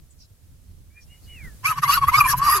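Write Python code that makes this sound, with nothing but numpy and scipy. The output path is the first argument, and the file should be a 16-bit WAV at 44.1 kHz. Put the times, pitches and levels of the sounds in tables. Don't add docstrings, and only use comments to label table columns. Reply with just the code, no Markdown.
import sys
import numpy as np
from scipy import signal
from scipy.fft import rfft, irfft
from scipy.io import wavfile
from scipy.ndimage import uniform_filter1d

SR = 44100
rng = np.random.default_rng(int(sys.argv[2]) if len(sys.argv) > 2 else 0)


def wav_record(signal):
    frames = np.transpose(np.atleast_2d(signal))
    bounded = np.clip(frames, -1, 1)
    quanta = np.round(bounded * 32767).astype(np.int16)
    wavfile.write(sys.argv[1], SR, quanta)


def natural_amplitude(level_db):
    exponent = np.asarray(level_db, float) / 20
    return 10 ** exponent


N = 114660
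HZ = np.fft.rfftfreq(N, 1 / SR)
T = np.arange(N) / SR


def evened(x, size=0):
    power = abs(uniform_filter1d(x ** 2, size)) if size else np.mean(x ** 2)
    return x / np.sqrt(power + 1e-12)


def read(points, hz):
    f, value = np.transpose(points)
    return np.interp(np.log(hz + 1), np.log(f + 1), value)


def curves(rows):
    rows = np.array(rows, float)
    return [np.interp(T, rows[:, 0], col) for col in rows.T[1:]]


def shaped(x, gain):
    return irfft(rfft(x, axis=-1) * gain, N, axis=-1)


def band(x, lo_hz, hi_hz):
    low_edge = 1 / (1 + (lo_hz / (HZ + 1)) ** 8)
    return shaped(x, low_edge / (1 + (HZ / hi_hz) ** 8))


def fuzzy(hz, width_hz):
    r = np.exp(-np.pi * width_hz / SR)
    z = rng.standard_normal(N) + 1j * rng.standard_normal(N)
    z = signal.lfilter([1], [1, -r], signal.lfilter([1], [1, -r], z))
    carrier = np.exp(2j * np.pi * np.cumsum(hz * np.ones(N)) / SR)
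    return evened((z * carrier).real)


def mix(a, b, share):
    share = np.clip(share, 0, 1)
    return np.sqrt(1 - share) * a + np.sqrt(share) * b


def bursts(rows, width_hz, rough=1):
    out = np.zeros(N)
    for start, length, db, hz, end_hz in rows:
        u = np.clip((T - start) / length, 0, 1)
        glide = hz + (end_hz - hz) * u
        tone = np.sqrt(2) * np.sin(2 * np.pi * (np.cumsum(glide) / SR + rng.random()))
        swell = np.sin(np.pi * u) ** 0.6
        out += natural_amplitude(db) * swell * mix(tone, fuzzy(glide, width_hz), rough)
    return out


# [f/Hz, likeness/0-1]
LIKENESS = [(60, .5), (400, .6), (3000, .05)]


def pair():
    a, b = rng.standard_normal((2, N))
    same = np.clip(read(LIKENESS, HZ), -1, 1)
    return np.array([a, shaped(a, same) + shaped(b, np.sqrt(1 - same ** 2))])


# [t/s, level/dB]
WIND_LEVEL = [(0, -47.5), (.2, -51.5), (.72, -51.5), (.79, -47), (1.02, -49), (1.47, -42), (1.6, -50),
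              (2.09, -35.5), (2.6, -37)]
# [f/Hz, level/dB per Hz]
WIND_SPECTRUM = [(15, -0.5), (87, 6.5), (129, -2), (399, -23.5), (700, -38)]


def wind():
    lumps = natural_amplitude(3.2 * evened(uniform_filter1d(rng.standard_normal(N), size=2500)))
    rumble = shaped(pair(), natural_amplitude(read(WIND_SPECTRUM, HZ)) * (HZ > 10))
    tilt = natural_amplitude([[-1.5], [1.5]])
    return evened(rumble) * lumps * natural_amplitude(curves(WIND_LEVEL)[0]) * tilt


# [f/Hz, level/dB per Hz]
YARD_SPECTRUM = [(300, -10.5), (623, -8.5), (799, -14), (2510, -16.5), (11900, -12), (15800, -19.5)]
# [t/s, level/dB]
YARD_RISE = [(.9, 0), (1.3, 7.5), (2.6, 13.5)]


def yard():
    start_db = -64
    hiss = shaped(pair(), natural_amplitude(read(YARD_SPECTRUM, HZ)) * (HZ > 300))
    return evened(hiss) * natural_amplitude(start_db + curves(YARD_RISE)[0])


# [start t/s, length/s, level/dB, start f/Hz, end f/Hz]
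SCUFF_ROWS = [(0.099, 0.035, -60, 7780, 7580), (0.177, 0.088, -56, 5940, 4550),
              (1, 0.046, -56.5, 5300, 5820), (1.222, 0.048, -62.5, 4820, 4490)]


def scuffs():
    return bursts(SCUFF_ROWS, width_hz=1800)


# [f/Hz, level/dB]
SCATTER = [(150, -16.5), (1200, -6.5), (2500, 11.5), (12000, 1)]


def echoes(x):
    t60_s = .035
    t = np.arange(6000) / SR
    hits = rng.random((2, len(t))) < .02
    taps = rng.standard_normal((2, len(t))) * hits * natural_amplitude(-60 * t / t60_s) * (t > .0003)
    taps /= np.linalg.norm(taps, axis=1, keepdims=True)
    return signal.fftconvolve(x[None], taps, axes=1)[:, :N]


def with_echoes(near):
    wet = natural_amplitude(read(SCATTER, HZ))
    total = np.sqrt(1 + wet ** 2)
    return shaped(near, 1 / total) + shaped(echoes(near), wet / total)


def patchy(x):
    level_db, phase_rad, from_hz = 6, .8, 2800
    hz, _, z = signal.stft(x, SR, nperseg=256, noverlap=192)

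    def wander():
        v = uniform_filter1d(rng.standard_normal(z.shape), size=24, axis=2)
        return evened(uniform_filter1d(v, size=2, axis=1))

    a, b = wander(), wander()
    depth = (1 / (1 + (from_hz / (hz + 1)) ** 4))[:, None]
    z = z * natural_amplitude(depth * level_db * a.mean(0)) * np.exp(1j * depth * phase_rad * b)
    return signal.istft(z, SR, nperseg=256, noverlap=192)[1][:, :N]


# [f/Hz, level/dB]
LEFT_OVER_RIGHT = [(300, 1), (1200, 0.5), (5000, 1), (12000, 4.5)]


def sided(x):
    half = natural_amplitude(read(LEFT_OVER_RIGHT, HZ) / 2)
    return shaped(x, np.array([half, 1 / half]))


# [t/s, f/Hz, level/dB]
WHISTLE_NOTES = [
    [(.9, 2220, -73), (.954, 2382, -64.5), (.98, 2436, -45.5), (1.04, 2380, -78)],
    [(1.07, 2720, -80), (1.12, 2877, -49.5), (1.162, 2876, -60.5), (1.2, 2940, -75)],
    [(1.26, 2875, -72), (1.302, 2950, -46.5), (1.348, 2864, -48), (1.43, 2164, -48), (1.458, 2010, -42),
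     (1.51, 1710, -57.5), (1.6, 1620, -90)],
]


def whistles():
    air_ratio, air_db, air_follow = .76, -62, 0.82
    out = np.zeros(N)
    for note in WHISTLE_NOTES:
        hz, db = curves(note)
        on = (T > note[0][0]) & (T < note[-1][0])
        tone = np.sqrt(2) * np.sin(2 * np.pi * np.cumsum(hz) / SR)
        tone += natural_amplitude(-10.5) * fuzzy(hz, width_hz=99)
        air = natural_amplitude(air_db + air_follow * (db + 51)) * fuzzy(air_ratio * hz, width_hz=330)
        out += on * (natural_amplitude(db) * tone + air)
    return out


# [t/s, f/Hz, level/dB]
MAIN_LINE = [(1.63, 1001, -55), (1.646, 1046, -27), (1.67, 1250, -26), (1.694, 1303, -27),
             (1.718, 1249, -17.5), (1.734, 962.2, -35.5), (1.755, 1057, -46), (1.77, 1211, -30),
             (1.788, 1097, -25), (1.812, 1150, -76), (1.824, 1274, -37.5), (1.836, 1196, -12),
             (1.858, 974.1, -33), (1.87, 933.1, -35), (1.88, 1169, -23.5), (1.904, 1113, -13),
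             (1.92, 1217, -28), (1.935, 1278, -22.5), (1.962, 1492, -27), (1.977, 1123, -15.5),
             (2.004, 1104, -42.5), (2.02, 1149, -24.5), (2.04, 1078, -12.5), (2.062, 1129, -45),
             (2.086, 1167, -15), (2.094, 1294, -18), (2.108, 1239, -39), (2.12, 938.7, -28.5),
             (2.148, 1132, -14), (2.166, 1223, -25), (2.188, 1253, -13), (2.202, 1123, -24),
             (2.212, 1172, -12), (2.234, 1159, -26), (2.262, 1013, -17), (2.29, 1058, -33),
             (2.326, 1193, -25.5), (2.34, 976.7, -15), (2.378, 1026, -51), (2.39, 1053, -28),
             (2.428, 1142, -19.5), (2.448, 1163, -24), (2.472, 1204, -16), (2.5, 1059, -15.5),
             (2.516, 1229, -21.5), (2.532, 1182, -15), (2.574, 1244, -23.5), (2.6, 924, -28)]
# [t/s, overtone level/dB, top level/dB]
UPPER_LEVELS = [(1.629, -48, -67), (1.666, -25.5, -31), (1.72, -38, -39.5), (1.76, -42.5, -61),
                (1.815, -30.5, -56), (1.836, -30.5, -36.5), (1.864, -39, -37.5), (1.929, -20.5, -25.5),
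                (1.957, -25.5, -26.5), (1.996, -48.5, -48), (2.04, -43, -54), (2.064, -44.5, -51),
                (2.082, -36.5, -30.5), (2.111, -42.5, -48), (2.162, -25.5, -31.5), (2.209, -35, -26),
                (2.23, -43.5, -48), (2.298, -25, -21.5), (2.326, -29.5, -33), (2.348, -59, -74),
                (2.38, -23, -14.5), (2.406, -46.5, -80), (2.446, -32, -37.5), (2.519, -32, -25.5),
                (2.574, -27.5, -31.5), (2.6, -56, -60)]
# [t/s, share/0-1]
NOISE_SHARE = [(1.63, .6), (1.87, .6), (1.9, .15), (1.96, .2), (2.1, .5), (2.17, .25), (2.3, .9), (2.5, .5)]
# [f/Hz, level/dB per Hz]
RASP_COLOUR = [(250, -27), (600, -40.5), (800, -21), (1150, 6), (1430, -1), (2350, -18.5), (3170, -20),
               (4870, -19.5), (9300, -33.5), (11400, -13.5), (13500, -30.5), (15900, -42.5)]


def gobble():
    (hz, db), (treble_db, top_db), (rough,) = map(curves, (MAIN_LINE, UPPER_LEVELS, NOISE_SHARE))
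    jitter = .0045
    shake = 1 + jitter * evened(uniform_filter1d(rng.standard_normal(N), size=90))
    turns = np.cumsum(hz * shake) / SR
    colour = natural_amplitude(read(RASP_COLOUR, HZ))

    puffs = 0.12 + np.exp(-(turns / 2 % 1) / 0.41)
    rasp = shaped(puffs * rng.standard_normal(N), colour)
    stack = sum(natural_amplitude(-7.5 * (k % 2)) * np.cos(np.pi * k * turns) for k in range(3, 28))
    stack = shaped(stack, colour)

    main = mix(np.sqrt(2) * np.cos(2 * np.pi * turns), fuzzy(hz, width_hz=161), .06)
    main += natural_amplitude(-10) * evened(band(rasp, 268, 974))
    middle = mix(evened(band(stack, 2600, 3010)), evened(band(rasp, 1887, 2880)), rough + 0.32)
    treble = mix(evened(band(stack, 4100, 5940), size=600), evened(band(rasp, 5400, 9670)), rough)
    top = mix(evened(band(stack, 11600, SR / 2), size=600), evened(band(rasp, 8700, SR / 2)), rough)

    shut_db, shut_share = -19.5, 0.53
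    shut = natural_amplitude(shut_share * np.minimum(db - shut_db, 0))
    middle_db = -32 + 0.5 * (treble_db + 36.5)
    layers = natural_amplitude(db) * main
    layers += shut * (natural_amplitude(middle_db) * middle + natural_amplitude(treble_db) * treble)
    layers += np.sqrt(shut) * natural_amplitude(top_db) * top
    return layers * (T > MAIN_LINE[0][0])


# [start t/s, length/s, level/dB, start f/Hz, end f/Hz]
CHEST_SURGES = [(1.63, 0.092, -37, 125.8, 130), (1.76, 0.18, -36, 144.6, 118.6),
                (2, 0.095, -32.5, 119.3, 126.6), (2.15, 0.082, -34.5, 116, 137),
                (2.28, 0.19, -32.5, 125.4, 145.7), (2.55, .045, -38.5, 420, 373)]


def chest():
    return bursts(CHEST_SURGES, width_hz=35, rough=0.68)


# [start t/s, length/s, level/dB, start f/Hz, end f/Hz]
UPPER_NOTES = [(1.642, 0.052, -18, 2100, 2727), (1.822, 0.06, -26, 1880, 2246),
               (1.915, 0.03, -25.5, 1915, 1976), (1.915, 0.031, -25, 2548, 2933),
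               (2.07, 0.027, -20, 1950, 2115), (2.125, 0.039, -17.5, 2089, 2325),
               (2.198, 0.016, -13, 2466, 2397), (2.238, 0.028, -20, 2393, 2364),
               (2.272, 0.041, -20, 1814, 1627), (2.475, 0.057, -28, 1870, 1976),
               (2.52, 0.023, -20.5, 1900, 1880)]


def upper_line():
    return bursts(UPPER_NOTES, width_hz=161, rough=.3)


# [start t/s, length/s, level/dB, start f/Hz, end f/Hz]
BRIGHT_RINGS = [(1.65, 0.02, -28, 5120, 5200), (2.46, 0.12, -23, 4830, 4938)]


def rings():
    return bursts(BRIGHT_RINGS, width_hz=130, rough=0.99)


# [start t/s, length/s, level/dB, start f/Hz, end f/Hz]
SHARP_HISS = [(2.282, 0.0457, -24.5, 5470, 5295)]


def bite():
    return bursts(SHARP_HISS, width_hz=1800)


def scene():
    near = scuffs() + gobble() + chest() + upper_line() + rings() + bite()
    return sided(patchy(with_echoes(near))) + whistles() + wind() + yard()


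def low_pass(x):
    return signal.sosfilt(signal.butter(12, 15980, fs=SR, output="sos"), x)


def record(dry):
    return low_pass(dry)


dry = scene()
out = record(dry)
wav_record(out)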